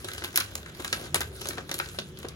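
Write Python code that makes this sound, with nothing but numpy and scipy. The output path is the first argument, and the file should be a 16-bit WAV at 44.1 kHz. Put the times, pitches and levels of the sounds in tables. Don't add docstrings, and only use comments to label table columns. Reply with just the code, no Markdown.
import sys
import numpy as np
from scipy import signal
from scipy.fft import rfft, irfft, next_fast_len
from scipy.io import wavfile

SR = 44100
rng = np.random.default_rng(int(sys.argv[2]) if len(sys.argv) > 2 else 0)


def wrap_up_sound(samples):
    columns = np.atleast_2d(samples).T
    tamed = np.clip(columns, -1, 1)
    steps = np.round(tamed * 32767).astype(np.int16)
    wavfile.write(sys.argv[1], SR, steps)


N = 103635

POUCH_BANDS_HZ = [450, 1500, 4500, 11000]


def from_db(db):
    return 10 ** (np.asarray(db) / 20)


def rms_one(x):
    return x / np.sqrt(np.mean(x ** 2) + 1e-20)


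def at_hz(points, hz, column=1):
    points = np.array(points)
    return np.interp(np.log(hz), np.log(points[:, 0]), points[:, column])


def drift(corner_hz):
    step = 40
    pole = np.exp(-2 * np.pi * corner_hz * step / SR)
    noise = rng.standard_normal(N // step + 2002)
    slow = signal.lfilter([1], [1, -2 * pole, pole * pole], noise)[2000:]
    return np.interp(np.arange(N) / step, np.arange(len(slow)), rms_one(slow))


def dying(clicks, t60_s):
    return signal.lfilter([1], [1, -from_db(-60 / (t60_s * SR))], clicks + 1e-18)


def bands(low_hz, count):
    edges_hz = low_hz * 2 ** (np.arange(count + 1) / 3)
    return [(np.sqrt(a * b), signal.butter(2, [a, b], "band", fs=SR, output="sos"))
            for a, b in zip(edges_hz, edges_hz[1:])]


def pair(white, alike):
    alike = np.clip(alike, 0, 1)
    return np.sqrt(alike) * white[0] + np.sqrt(1 - alike) * white[1:]


def left_right(difference_db):
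    return from_db(difference_db / 2 * np.array([[1], [-1]]))


def resonate(x, peaks):
    out = x
    for hz, width_hz, db in peaks:
        r = np.exp(-np.pi * width_hz / SR)
        zeros = [(1 - r * r) / 2, 0, (r * r - 1) / 2]
        poles = [1, -2 * r * np.cos(2 * np.pi * hz / SR), r * r]
        out = out + from_db(db) * signal.lfilter(zeros, poles, x)
    return out


def rumble():
    # [hz, relative_db]
    rumble_colour = [(25, -13), (45, -7), (62, 1), (266, -5.5), (400, -6.5), (750, -18.5), (1550, -18.5),
                     (3000, -21)]
    # [hz, shared_power_0_to_1]
    rumble_alike = [(100, 0.95), (400, 0.96), (900, 0.023)]
    # [hz, width_hz, added_db]
    room_tones = [(76.4, 10.2, 6), (97.1, 8.7, 7.5), (146.5, 52, 2), (351.4, 57, 1.5)]
    level_db, left_minus_right_db = -44.5, 0.4
    waver_db, waver_hz = 2.5, 3.36

    white, out = rng.standard_normal((2, 3, N + SR)), 0
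    for k, (hz, sos) in enumerate(bands(22, count=22)):
        noise = signal.sosfilt(sos, pair(white[k % 2], at_hz(rumble_alike, hz)))
        noise = resonate(noise, room_tones if hz < 600 else [])
        gain = from_db(at_hz(rumble_colour, hz) + waver_db * drift(waver_hz))
        out = out + gain * noise[:, SR:]
    return from_db(level_db) * left_right(left_minus_right_db) * rms_one(out)


def room(x):
    t60_s, tail_db, cut_hz, gap_s = 0.19, -14, 3200, 0.004
    t = np.arange(SR // 2) / SR
    tail = rng.standard_normal((2, len(t))) * from_db(-60 * t / t60_s) * (t > gap_s)
    tail = signal.sosfilt(signal.butter(1, cut_hz, fs=SR, output="sos"), tail)
    return from_db(tail_db) * signal.fftconvolve(x, tail / np.linalg.norm(tail[0]), axes=1)[:, :N]


def handling_rustle(centres_hz):
    # [time_s, body_drive_db, low_crumple_drive_db]
    handling = [(0, -51.5, -51.5), (.2, -54.5, -55), (.31, -56, -60), (.5, -56, -51), (.73, -60, -57),
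                (0.779, -52, -56), (.96, -51.5, -45.5), (1.049, -49.5, -37.5), (1.11, -58.5, -61),
                (1.3, -61, -52), (1.4, -51.5, -51), (1.48, -49, -48), (1.62, -61, -52.5), (1.76, -53, -60),
                (1.92, -53.5, -67), (2.13, -62, -67), (2.2, -58.5, -62), (2.35, -64.5, -57)]
    treble_db, treble_swing, usual_body_db = -60.5, 1.27, -56.5

    when_s, *columns = np.transpose(handling)
    body_db, low_db = [np.interp(np.arange(N) / SR, when_s, c) for c in columns]
    high_db = treble_db + treble_swing * (body_db - usual_body_db)
    rustle = []
    for hz in centres_hz:
        high = np.interp(np.log(hz), np.log(POUCH_BANDS_HZ[2:]), [0, 1])
        low = np.interp(np.log(hz), np.log(POUCH_BANDS_HZ[:2]), [1, 0])
        rustle.append(from_db((1 - high - low) * body_db + high * high_db + low * low_db))
    return rustle


def film_creaks(centres_hz):
    rate_per_s, base_db, spread_db, colour_db = 180, -3, 3.5, 4
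    strength_db = base_db + spread_db * np.minimum(rng.exponential(1, N), 4)
    born = rng.random(N) < rate_per_s / SR
    tilt = rng.standard_normal((2, N))
    creaks = []
    for k in range(len(centres_hz)):
        tilt_db = colour_db * (np.cos(k / 4) * tilt[0] + np.sin(k / 4) * tilt[1])
        creaks.append(born * from_db(strength_db + tilt_db))
    return creaks


def crease_snaps(centres_hz):
    # [peak_time_s, drive_db, thump_rel_db, body_rel_db, sizzle_rel_db], the last three re drive_db
    snaps = [(0.0448,-28,-4,-13.5,-6), (0.0852,-24.5,-61,-3,-12), (0.1344,-30,-17,-9.5,-3.5),
             (0.1795,-26,-19,-15.5,-16.5), (0.2207,-30,-7,-2,-37), (0.2386,-22,-16,-10,-10),
             (0.2442,-19,-21,-9,-7), (0.3429,-42.5,5.5,3,-8), (0.3584,-12,-54,-14.5,-2),
             (0.3744,-13,-39,-8.5,3), (0.38,-18.5,-20,-2.5,-23), (0.4,-27,-39,-12,3),
             (0.404,-19.5,-21,-8,-30), (0.408,-23,-34,-7.5,-36), (0.5532,-21.5,-15.5,-13.5,-3.5),
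             (0.6604,-40,-18,5.5,-10), (0.797,-49,17,9.5,-20), (0.8253,-61,-30,-37,3),
             (0.8459,-26,-20.5,1.5,-5.5), (0.8777,-26,-58,-14,-12), (0.9274,-24,-30,-2,-9.5),
             (0.9277,-13.5,-17,-18,-16), (1.044,-48,-15,-5,-16), (1.062,-37.5,-21,-3,-46),
             (1.1444,-12,-16.5,-8,-5.5), (1.158,-20,-10,-7.5,-5), (1.2061,-19,-13.5,-8.5,-4),
             (1.2125,-24,-18,-3,-12), (1.4152,-27.5,-10,-10,-5.5), (1.456,-24,-8,-10.5,-11),
             (1.471,-28.5,-10.5,-18,-6), (1.487,-25.5,-12,-24,2.5), (1.507,-33.5,-39,0,-27),
             (1.5745,-44,4.5,8,-20), (1.5809,-27,-3.5,-2,-23), (1.6928,-26.5,-12,-6,-16),
             (1.714,-19,-17,-10.5,-13.5), (1.7412,-22,-15.5,-20,-1.5), (1.7885,-27.5,-18,-11,4),
             (1.7991,-22.5,-18,3,-22), (1.8588,-35,-5,-8,-42), (1.9458,-40.5,2,-5.5,-7),
             (1.987,-14.5,-16,-18.5,-23), (2.1723,-32,-28,-20,-25), (2.188,-42,-20,-5,6.5),
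             (2.229,-37,-10,-2,-11), (2.2465,-39.5,13.5,4,-31), (2.285,-23.5,-26,-32,-12.5)]
    lift_db = [9.5, 6.5, -3, 2.5]
    colour_db, lead_cycles = 2, 0.59

    rows = np.array(snaps)
    relative_db = np.c_[rows[:, 2:4], 0 * rows[:, 0], rows[:, 4]]
    levels_db = rows[:, 1:2] + relative_db + lift_db
    colour = rng.standard_normal((len(rows), len(centres_hz)))
    clicks = np.zeros((len(centres_hz), N))
    for k, hz in enumerate(centres_hz):
        start = ((rows[:, 0] - lead_cycles / hz) * SR).astype(int)
        band_db = np.array([np.interp(np.log(hz), np.log(POUCH_BANDS_HZ), db) for db in levels_db])
        clicks[k, start] = from_db(band_db + colour_db * colour[:, k])
    return clicks


def delay_right(x):
    lag_s, size = 0.0001771, next_fast_len(N + 64)
    shift = np.exp(-2j * np.pi * np.fft.rfftfreq(size, 1 / SR) * lag_s)
    x[1] = irfft(rfft(x[1], size) * shift, size)[:N]
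    return x


def pouch():
    # [hz, gain_db]
    film_colour = [(250, -1), (600, -1), (1000, -5), (1500, -0.4), (2100, -2), (3300, 2), (4800, -3),
                   (7000, 0), (10500, 1.5), (13000, -8), (16000, -5.5)]
    # [hz, shared_power_0_to_1, left_minus_right_db]
    microphones = [(312, 1, 0), (724, 0.86, 3.5), (1460, 0.79, 3.5), (3020, 0.65, -0.5), (4940, 0.42, -2),
                   (6070, 0.23, -6), (7400, 1, 1), (14700, 0.93, 0)]
    # [hz, t60_s]
    snap_decay = [(300, 0.014), (1500, 0.017), (4500, 0.0098), (12000, 0.0064)]
    # [hz, gain_db]
    knock = [(300, 15.5), (900, 17), (2500, 1)]
    # [hz, width_hz, added_db]
    hollows = [(345, 79, -3.5), (1190, 36, -3), (1310, 29, -1), (1545, 66, 1.5), (4146, 610, -8)]
    rise_s = 0.00019
    flutter_db, flutter_t60_s, chatter_db = -21.5, 0.13, -24
    grit_db, grit_hz = 3, 61
    slide_db, slide_patchy_db, slide_patch_hz = -0.3, 3.5, 18

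    filters = bands(200, count=19)
    centres_hz = [hz for hz, _ in filters]
    layers = zip(handling_rustle(centres_hz), film_creaks(centres_hz), crease_snaps(centres_hz))
    grit = from_db(grit_db * drift(grit_hz))
    rise = np.exp(-1 / (rise_s * SR))
    white, out = rng.standard_normal((2, 3, N)), 0
    for k, ((hz, sos), (rustle, creaks, clicks)) in enumerate(zip(filters, layers)):
        flutter = dying(clicks, flutter_t60_s)
        creak_clicks = (rustle + from_db(chatter_db) * flutter) * creaks
        burst = dying(clicks + creak_clicks, at_hz(snap_decay, hz))
        burst = burst + from_db(flutter_db) * flutter * grit
        gate = signal.lfilter([(1 - rise) ** 2], [1, -2 * rise, rise ** 2], burst)
        gate = gate + from_db(slide_db + slide_patchy_db * drift(slide_patch_hz)) * rustle
        noise = gate * pair(white[k % 2], at_hz(microphones, hz))
        blow = from_db(at_hz(knock, hz)) * clicks
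        side = left_right(at_hz(microphones, hz, column=2))
        out = out + from_db(at_hz(film_colour, hz)) * side * signal.sosfilt(sos, noise + blow)
    return 2 * resonate(delay_right(out), hollows)


def scene():
    near = pouch()
    return near + room(near) + rumble()


def record(dry):
    cutoff_hz = 17000
    return signal.sosfilt(signal.cheby2(14, 60, cutoff_hz, fs=SR, output="sos"), dry)


dry = scene()
out = record(dry)
wrap_up_sound(out)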